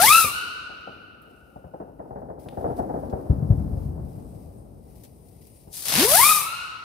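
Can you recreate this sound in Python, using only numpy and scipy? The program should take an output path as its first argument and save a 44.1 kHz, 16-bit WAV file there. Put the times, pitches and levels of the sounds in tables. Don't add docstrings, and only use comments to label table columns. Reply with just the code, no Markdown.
import sys
import numpy as np
from scipy import signal
from scipy.fft import rfft, irfft, next_fast_len
from scipy.io import wavfile
from scipy.ndimage import uniform_filter1d, minimum_filter1d

SR = 44100
rng = np.random.default_rng(int(sys.argv[2]) if len(sys.argv) > 2 else 0)


def bounce(signal):
    frames = np.transpose(np.atleast_2d(signal))
    limited = np.clip(frames, -1, 1)
    pcm = np.round(limited * 32767).astype(np.int16)
    wavfile.write(sys.argv[1], SR, pcm)


N = 301629
TIME = np.arange(N) / SR

# f/Hz, level/dB
RUMBLE_BASS = [(30, -26), (42, -7), (58, 1), (100, -1.5), (160, -4), (220, -9.5), (300, -16), (420, -30.5)]
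RUMBLE_MIDS = [(120, -12.5), (250, 2), (450, -0.5), (750, -4.5), (1100, -19.5), (1600, -31), (2500, -50),
               (5000, -59)]

TOP_SPEED_M_PER_S, SOUND_M_PER_S = 82, 343
LOWEST_PITCH_HZ = 124
VOLLEY_START_S, VOLLEY_END_S = 1.95, 3.05
EAR_LEAD_MS = .45
FUSE_LIT_S, FUSE_END_S = 2.39, 5.75


def from_db(db):
    return 10 ** (np.asarray(db) / 20)


def rms_one(x):
    return x / np.sqrt(np.mean(x ** 2) + 1e-20)


def in_time(points):
    return np.interp(TIME, *np.transpose(points))


def at_hz(points, hz):
    knots_hz, values = np.transpose(points)
    return np.interp(np.log(np.maximum(hz, 1)), np.log(knots_hz), values)


def bins(size):
    return np.fft.rfftfreq(size, 1 / SR)


def butter(x, hz, kind, order=2):
    return signal.sosfilt(signal.butter(order, hz, kind, fs=SR, output="sos"), x + 1e-18)


def drift(rate):
    knots = rng.standard_normal(8192)
    return np.interp(TIME * rate, np.arange(len(knots)), knots)


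def dying(s, decay_s, attack_s=0.0036):
    since = np.maximum(TIME - s, 0)
    return (1 - np.exp(-since / attack_s)) * np.exp(-since / decay_s)


def noise(spectrum, size=N, alike=1):
    # f/Hz, correlation
    likeness = [(50, 0.82), (200, .93), (700, 0.83), (1400, 0.042), (3100, 0.4), (7000, 0.076),
                (15000, 0.034)]
    padded = next_fast_len(size, True)
    hz = bins(padded)
    mid, side = rfft(rng.standard_normal((2, padded)))
    correlation = np.clip(alike * at_hz(likeness, hz), 0, 1)
    pair = np.sqrt(1 + correlation) * mid + np.sqrt(1 - correlation) * side * [[1], [-1]]
    skirts = 1 / (1 + (spectrum[0][0] / 2 / (hz + 1)) ** 4) / (1 + (hz / spectrum[-1][0] / 2) ** 4)
    return rms_one(irfft(pair * skirts * from_db(at_hz(spectrum, hz)))[:, :size])


def add(out, s, sound):
    start = max(round(s * SR), 0)
    out[..., start:start + sound.shape[-1]] += sound[..., :N - start]


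def delayed(x, lag_ms):
    samples = np.arange(len(x))
    return np.interp(samples - lag_ms * SR / 1000, samples, x, left=0)


def from_side(pair, lead_ms, pan_db=0.):
    pair = np.array([delayed(pair[0], max(-lead_ms, 0)), delayed(pair[1], max(lead_ms, 0))])
    return pair * from_db(pan_db * np.array([[.5], [-.5]]))


def whistle(hz, fray_db, to_walls=False, tilt_db=0, rasp=0.067, waver_db=3.55):
    # level to the ground/dB, level to the walls/dB
    partials = [(-3, 1), (-7, -2.5), (-13.5, -5.5), (-28, -19)]
    phase = 2 * np.pi * np.cumsum(hz) / SR + rasp * drift(900)
    slope_db = tilt_db - 13.5 * np.clip(1 - hz / 1150, 0, 1)
    tone = 0
    for k, (ground_db, wall_db) in enumerate(partials):
        fray = from_db(fray_db) * k * drift(450)
        level_db = (wall_db if to_walls else ground_db) + k * slope_db + waver_db * drift(120)
        tone = tone + from_db(level_db) * np.sin((k + 1) * phase + fray)
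    return np.sqrt(2) * tone, phase


def exhaust(hz, phase, lift_s, flow_db, chest_db, pulsing=0.37, crossover_hz=3600):
    # f/Hz, level/dB
    hiss_colour = [(2940, -37.5), (5000, -10), (6890, -9.5), (9600, 1.5), (11700, -1), (14900, -4),
                   (15800, -15), (16000, -22.5)]
    roar_colour = [(50, -6.5), (130, 1.5), (300, -7.5), (700, 0), (1600, -0.5), (3000, 2), (4500, 5.5),
                   (6500, 2.5), (9000, -14), (15000, -34.5)]
    slow = 1 / (1 + (hz / 700) ** 2)
    uneven = from_db((.6 + 1.6 * slow) * drift(260))
    puffs = uneven * (1 + pulsing * slow * np.cos(phase) * (hz > LOWEST_PITCH_HZ))
    splutter = np.exp(-((TIME - lift_s + .07) / .17) ** 2)
    chest = from_db(chest_db + 8.5 * splutter + .45 * flow_db)
    roar = noise(roar_colour)
    roar = butter(roar, crossover_hz, "high", 3) + chest * butter(roar, crossover_hz, "low", 3)
    return puffs * noise(hiss_colour), puffs * roar * from_db(4.5 * splutter)


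def ground_echo(pair, lag_ms, share, skew_ms=0.039):
    echo = np.array([delayed(pair[0], lag_ms - skew_ms), delayed(pair[1], lag_ms + skew_ms)])
    return pair + share * echo


def yard(x, first_s, treble_db=1.0, alike=0.95, build_s=0.0099, slap=0.98, slap_s=0.045):
    # f/Hz, t60/s
    decays = [(100, 1.1), (700, 1.5), (1400, 2.41), (2800, 1.91), (4200, 1.5), (7000, .9), (10000, .65),
              (16000, 0.48)]
    size = 2 * SR
    t, hz = np.arange(size) / SR, bins(size)
    spectrum = rfft(noise([(40, 0), (3000, 0.0058), (15000, treble_db)], size, alike))
    centres = np.log(np.array(decays)[:, 0])
    tail = 0
    for share, (_, t60) in zip(np.eye(len(centres)), decays):
        band = irfft(spectrum * np.interp(np.log(hz + 1), centres, share))
        tail = tail + band * from_db(-60 * t / t60)
    since = np.maximum(t - first_s, 0)
    tail *= np.minimum(since / build_s, 1) * (1 + slap * np.exp(-since / slap_s))
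    tail /= np.sqrt(np.sum(tail ** 2) / 2)
    return signal.fftconvolve(x[None], tail, axes=1)[:, :N]


def wall_echoes(hz, speed, strength, send_db=-5.5, aloft_m_per_s=15.0, recede_db=-6.5):
    # cosine of the flight direction towards them, first echo/s, level/dB
    walls = [(-0.6, .06, -19), (-.05, 0.16, -21), (0.201, 0.21, -27.5)]
    aloft = np.clip(speed / aloft_m_per_s, .15, 1) * from_db(recede_db * speed / TOP_SPEED_M_PER_S)
    mach = speed / SOUND_M_PER_S
    out = 0
    for towards, first_s, wall_db in walls:
        doppler = (1 + mach) / (1 - towards * mach)
        shifted, _ = whistle(hz * doppler, fray_db=-6.0, to_walls=True, rasp=.12)
        send = shifted * strength * aloft * from_db(wall_db + send_db)
        out = out + yard(send, first_s, treble_db=-4.5, alike=0.5)
    return from_side(out, 0, pan_db=-2.5)


def rocket(flight, motor, pitch, thrust, recede_db=-22.5, hop_s=.012, die_s=.025):
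    lift_s, burnout_s, hop_ms, climb_ms = flight
    whistle_db, shrill_db, hiss_db, roar_db, chest_db = motor
    since = np.maximum(TIME - lift_s, 0)
    flown = np.minimum(since / (burnout_s - lift_s), 1.6)
    speed = TOP_SPEED_M_PER_S * np.minimum(flown, 1) ** 1.9
    lag_ms = hop_ms * (1 - np.exp(-since / hop_s)) + climb_ms * flown ** 2
    far = flown ** 4.4

    hz = in_time(pitch) * (1 + .014 * drift(500))
    voiced = 2 * np.clip(hz / LOWEST_PITCH_HZ - 1, 0, .5)
    burning = np.clip((burnout_s - TIME) / die_s + .5, 0, 1)
    strength = voiced * burning * from_db(whistle_db + 4.5 * np.log2(hz / 1320))
    gone = np.minimum(far, 1)
    tone, phase = whistle(hz, fray_db=-9 + 10 * gone, tilt_db=shrill_db - 8 * gone)
    tone *= strength * from_db(recede_db * far)

    flow_db = in_time(thrust)
    jet = from_db(flow_db + recede_db * far) * (TIME >= thrust[0][0])
    hiss, roar = exhaust(hz, phase, lift_s, flow_db, chest_db)
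    hiss *= from_db(hiss_db) * jet
    roar *= from_db(roar_db) * jet

    direct = ground_echo(np.array([tone, tone]), lag_ms, share=.58)
    direct += ground_echo(hiss + roar, lag_ms, share=.39)
    body = butter(roar.mean(0), 800, "low")
    send = from_db(-9.5) * hiss.mean(0) + from_db(-16.5) * roar.mean(0) + from_db(-13) * body
    return direct + yard(send, first_s=0.039, slap=.2) + wall_echoes(hz, speed, strength)


def rockets():
    # lift-off/s, burn-out/s, ground-echo lag after the hop/ms, lag gained by burn-out/ms
    flights = [(0.0, 0.31, .1, 5.9), (6.05, 6.46, .95, 8.7)]
    # whistle/dB, tilt per partial/dB, hiss/dB, roar/dB, roar below the treble/dB
    motors = [(-13.5, 0.5, -16.5, -25.5, -3.5), (-15, -0.5, -15, -24.5, -1.5)]
    # t/s, f/Hz
    pitches = [
        [(0.0, 656.6), (0.05, 882), (0.098, 1166), (0.128, 1291), (0.19, 1362), (0.29, 1173)],
        [(5.92, 105.7), (5.972, 172.7), (6.048, 419.3), (6.134, 624.2), (6.2, 962.4), (6.248, 1185),
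         (6.305, 1270), (6.44, 1176)],
    ]
    # t/s, level against full thrust/dB
    thrusts = [
        [(0, -12), (.015, 0)],
        [(5.7, -50), (5.74, -21), (5.848, -19), (5.862, -13), (5.95, -6.5), (6.045, -3.5), (6.07, -8.5),
         (6.155, 0)],
    ]
    return sum(rocket(*launch) for launch in zip(flights, motors, pitches, thrusts))


def town(bass_db=-64.5, mids_db=-60.5):
    return from_db(bass_db) * noise(RUMBLE_BASS) + from_db(mids_db) * noise(RUMBLE_MIDS, alike=0.36)


def hiss_and_fuse(background_hiss_db=-75.5, burn_db=-65.5, tick_trim_db=-6.5, tick_s=0.011):
    # f/Hz, level/dB
    fizz_colour = [(1180, -37.5), (2000, -6), (2140, -8), (2510, -8), (2760, -8.5), (3520, -12), (3810, -9),
                   (4450, -9), (4860, -5), (7250, -11.5), (8930, -2.5), (14900, -4), (16000, -15)]
    # t/s, level/dB, decay/s
    surges = [(1.22, -71, 0.43), (2.39, -57.5, .12), (2.76, -57, 0.058), (4.95, -62, 0.13),
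              (5.41, -60, .25)]
    # t/s, level/dB, treble/dB
    ticks = [(1.218, -51, 2), (2.7884, -45.5, -15), (3.098, -51, -25), (5.036, -38.5, -11.5),
             (5.0497, -45, -18), (5.2852, -48, -8.5), (5.469, -45, -8)]
    burning = (TIME > FUSE_LIT_S) & (TIME < FUSE_END_S)
    steady = from_db(np.where(burning, burn_db, background_hiss_db))
    crackle = from_db(3 * drift(400))
    surge_power = sum((from_db(db) * dying(s, decay_s)) ** 2 for s, db, decay_s in surges)
    flicker = from_db(drift(150) + 2 * drift(7.3))
    out = np.sqrt(steady ** 2 + crackle ** 2 * surge_power) * flicker * noise(fizz_colour)
    t = np.arange(SR // 10) / SR
    for s, db, treble_db in ticks:
        colour = [(2500, -18), (4500, -14.5), (7000, -16), (9500, treble_db), (15000, treble_db)]
        add(out, s, from_db(db + tick_trim_db) * noise(colour, len(t)) * np.exp(-t / tick_s))
    return out


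def thuds(trim_db=-3.0, bass_lift_db=5.5, attack_s=0.0018, decay_s=0.018, tail_db=-16., tail_s=.12):
    # t/s, level/dB, bass/dB
    cues = [(0.242, -27.5, -6.5), (0.69, -36.5, -11), (0.872, -32.5, -23), (1.558, -37, -10),
            (1.641, -36, -4), (1.736, -30.5, -19), (1.8, -27, -16.5), (1.88, -40, -13), (1.993, -27.5, -31),
            (2.106, -30.5, -10), (2.157, -26.5, -20), (2.216, -33.5, -19), (2.298, -28.5, -22.5),
            (2.571, -23, -12.5), (2.642, -17, -10.5), (2.663, -22.5, -15), (2.7, -22.5, -14),
            (2.79, -17.5, -19), (2.901, -25, -20), (2.94, -22.5, -17), (2.971, -27.5, -14),
            (3.126, -21.5, -9), (3.972, -37.5, 0), (5.673, -41.5, -4.5)]
    # f/Hz, level/dB
    thud_colour = [(60, -25), (150, -1), (300, -3.5), (500, 0.5), (800, 0.5), (1100, -19), (1450, -24),
                   (1800, -31), (2300, -48), (3200, -60.5), (6000, -76.5)]
    out, t = np.zeros((2, N)), np.arange(SR // 2) / SR
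    shape = (1 - np.exp(-t / attack_s)) * (np.exp(-t / decay_s) + from_db(tail_db) * np.exp(-t / tail_s))
    right = [row for row in cues if VOLLEY_START_S <= row[0] <= VOLLEY_END_S]
    left = [row for row in cues if row not in right]
    for group, lead_ms in ((left, EAR_LEAD_MS), (right + cracks(), -EAR_LEAD_MS)):
        side = roll(group, RUMBLE_MIDS, echo_db=-23.0, decay_s=.9, alike=0.77)
        side += roll(group, RUMBLE_BASS, echo_db=-29.5, decay_s=1.82)
        for s, db, bass_db in group:
            thud = noise(thud_colour, len(t))
            bass = from_db(bass_db + bass_lift_db) * noise(RUMBLE_BASS, len(t))
            add(side, s, from_db(db + trim_db) * (thud + bass) * shape)
        out += from_side(side, lead_ms, pan_db=0.5)
    return out


def roll(blasts, spectrum, echo_db, decay_s, build_s=.04, lumps_db=1.5, alike=1):
    power = sum((from_db(db) * dying(s, decay_s, build_s)) ** 2 for s, db, _ in blasts)
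    return np.sqrt(power) * from_db(echo_db + lumps_db * drift(30)) * noise(spectrum, alike=alike)


def cracks(per_s=15, start_db=-40.5, rise_db_per_s=14.0, bass_db=-15.5):
    timing, accent = rng.random((40, 2)).T
    since = (np.arange(len(timing)) + timing) / per_s
    levels_db = start_db + rise_db_per_s * since + 6 * (accent - .5)
    return [(s, db, bass_db) for s, db in zip(VOLLEY_START_S + since, levels_db) if s < VOLLEY_END_S]


def click(trim_db=-11.5, echo_db=-8.0):
    # t/s, level/dB
    hits = [(2.4873, -29.5), (2.491, -35.5)]
    # f/Hz, level/dB, t60/s
    modes = [(1920, -8, .006), (2810, 9.5, 0.002), (3570, 0.5, 0.0039), (9640, -3, .005)]
    out, t = np.zeros(N), np.arange(SR // 20) / SR
    ring = sum(from_db(db - 60 * t / t60) * np.sin(2 * np.pi * hz * t) for hz, db, t60 in modes)
    for s, db in hits:
        add(out, s, from_db(db + trim_db) * ring)
    return out + from_db(echo_db) * yard(out, first_s=0.0023)


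def far_booms(swell_s=0.0062, crack_db=-23.5, crack_s=0.033):
    # t/s, level/dB, f/Hz
    shells = [(3.296, -4.5, 81.5), (3.306, -18, 155.4), (3.421, -14, 144.4), (3.5, -4.5, 105.3),
              (3.518, -13.5, 91), (3.574, -18, 96.7), (3.767, -17, 93)]
    out, t = np.zeros((2, N)), np.arange(SR // 2) / SR
    swell = (t / swell_s * np.exp(1 - t / swell_s)) ** 2
    crack_shape = from_db(crack_db) * np.minimum(t / swell_s, 1) ** 2 * np.exp(-t / crack_s)
    for s, db, hz in shells:
        crack = crack_shape * noise(RUMBLE_MIDS, len(t))
        add(out, s, from_db(db) * (swell * np.cos(2 * np.pi * hz * t) + crack))
    rumble = roll(shells, RUMBLE_BASS, echo_db=-22.0, decay_s=0.4, build_s=0.0091)
    return from_side(out + rumble, EAR_LEAD_MS)


def sizzle(start_s=3.9, start_hz=8450, rise_hz_per_s=600, start_db=-74.5, rise_db_per_s=4.5):
    since = np.clip(TIME, start_s, FUSE_END_S) - start_s
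    hz = start_hz + rise_hz_per_s * since
    burning = (TIME > start_s) & (TIME < FUSE_END_S)
    sputter_db = 3.5 * drift(12)
    gain = from_db(start_db + rise_db_per_s * since + sputter_db) * burning
    band = rms_one(butter(rng.standard_normal((2, N)), 580, "low"))
    return gain * np.sqrt(2) * band * np.sin(2 * np.pi * np.cumsum(hz) / SR)


def scene():
    return rockets() + thuds() + far_booms() + town() + hiss_and_fuse() + sizzle() + click()


def record(dry, low_cut_hz=42, ceiling=.92, high_cut_hz=15700):
    # f/Hz, left minus right/dB
    left_bias = [(60, 5.0), (110, 5.0), (200, 4.5), (380, 3.5), (700, 2.0), (1290, 4.5), (2380, 4.0),
                 (4400, 1.0), (8120, 7.0), (15000, 7.5)]
    size = next_fast_len(N + 4096, True)
    ports = from_db(at_hz(left_bias, bins(size)) * np.array([[.5], [-.5]]))
    heard = irfft(rfft(dry, size) * ports / ports.mean(0))[:, :N]
    heard = butter(heard, low_cut_hz, "high", order=5)
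    allowed_gain = np.minimum(1, ceiling / (np.abs(heard).max(0) + 1e-9))
    heard *= uniform_filter1d(minimum_filter1d(allowed_gain, size=65), size=65)
    return signal.sosfilt(signal.ellip(12, .1, 90, high_cut_hz, fs=SR, output="sos"), heard)


dry = scene()
out = record(dry)
bounce(out)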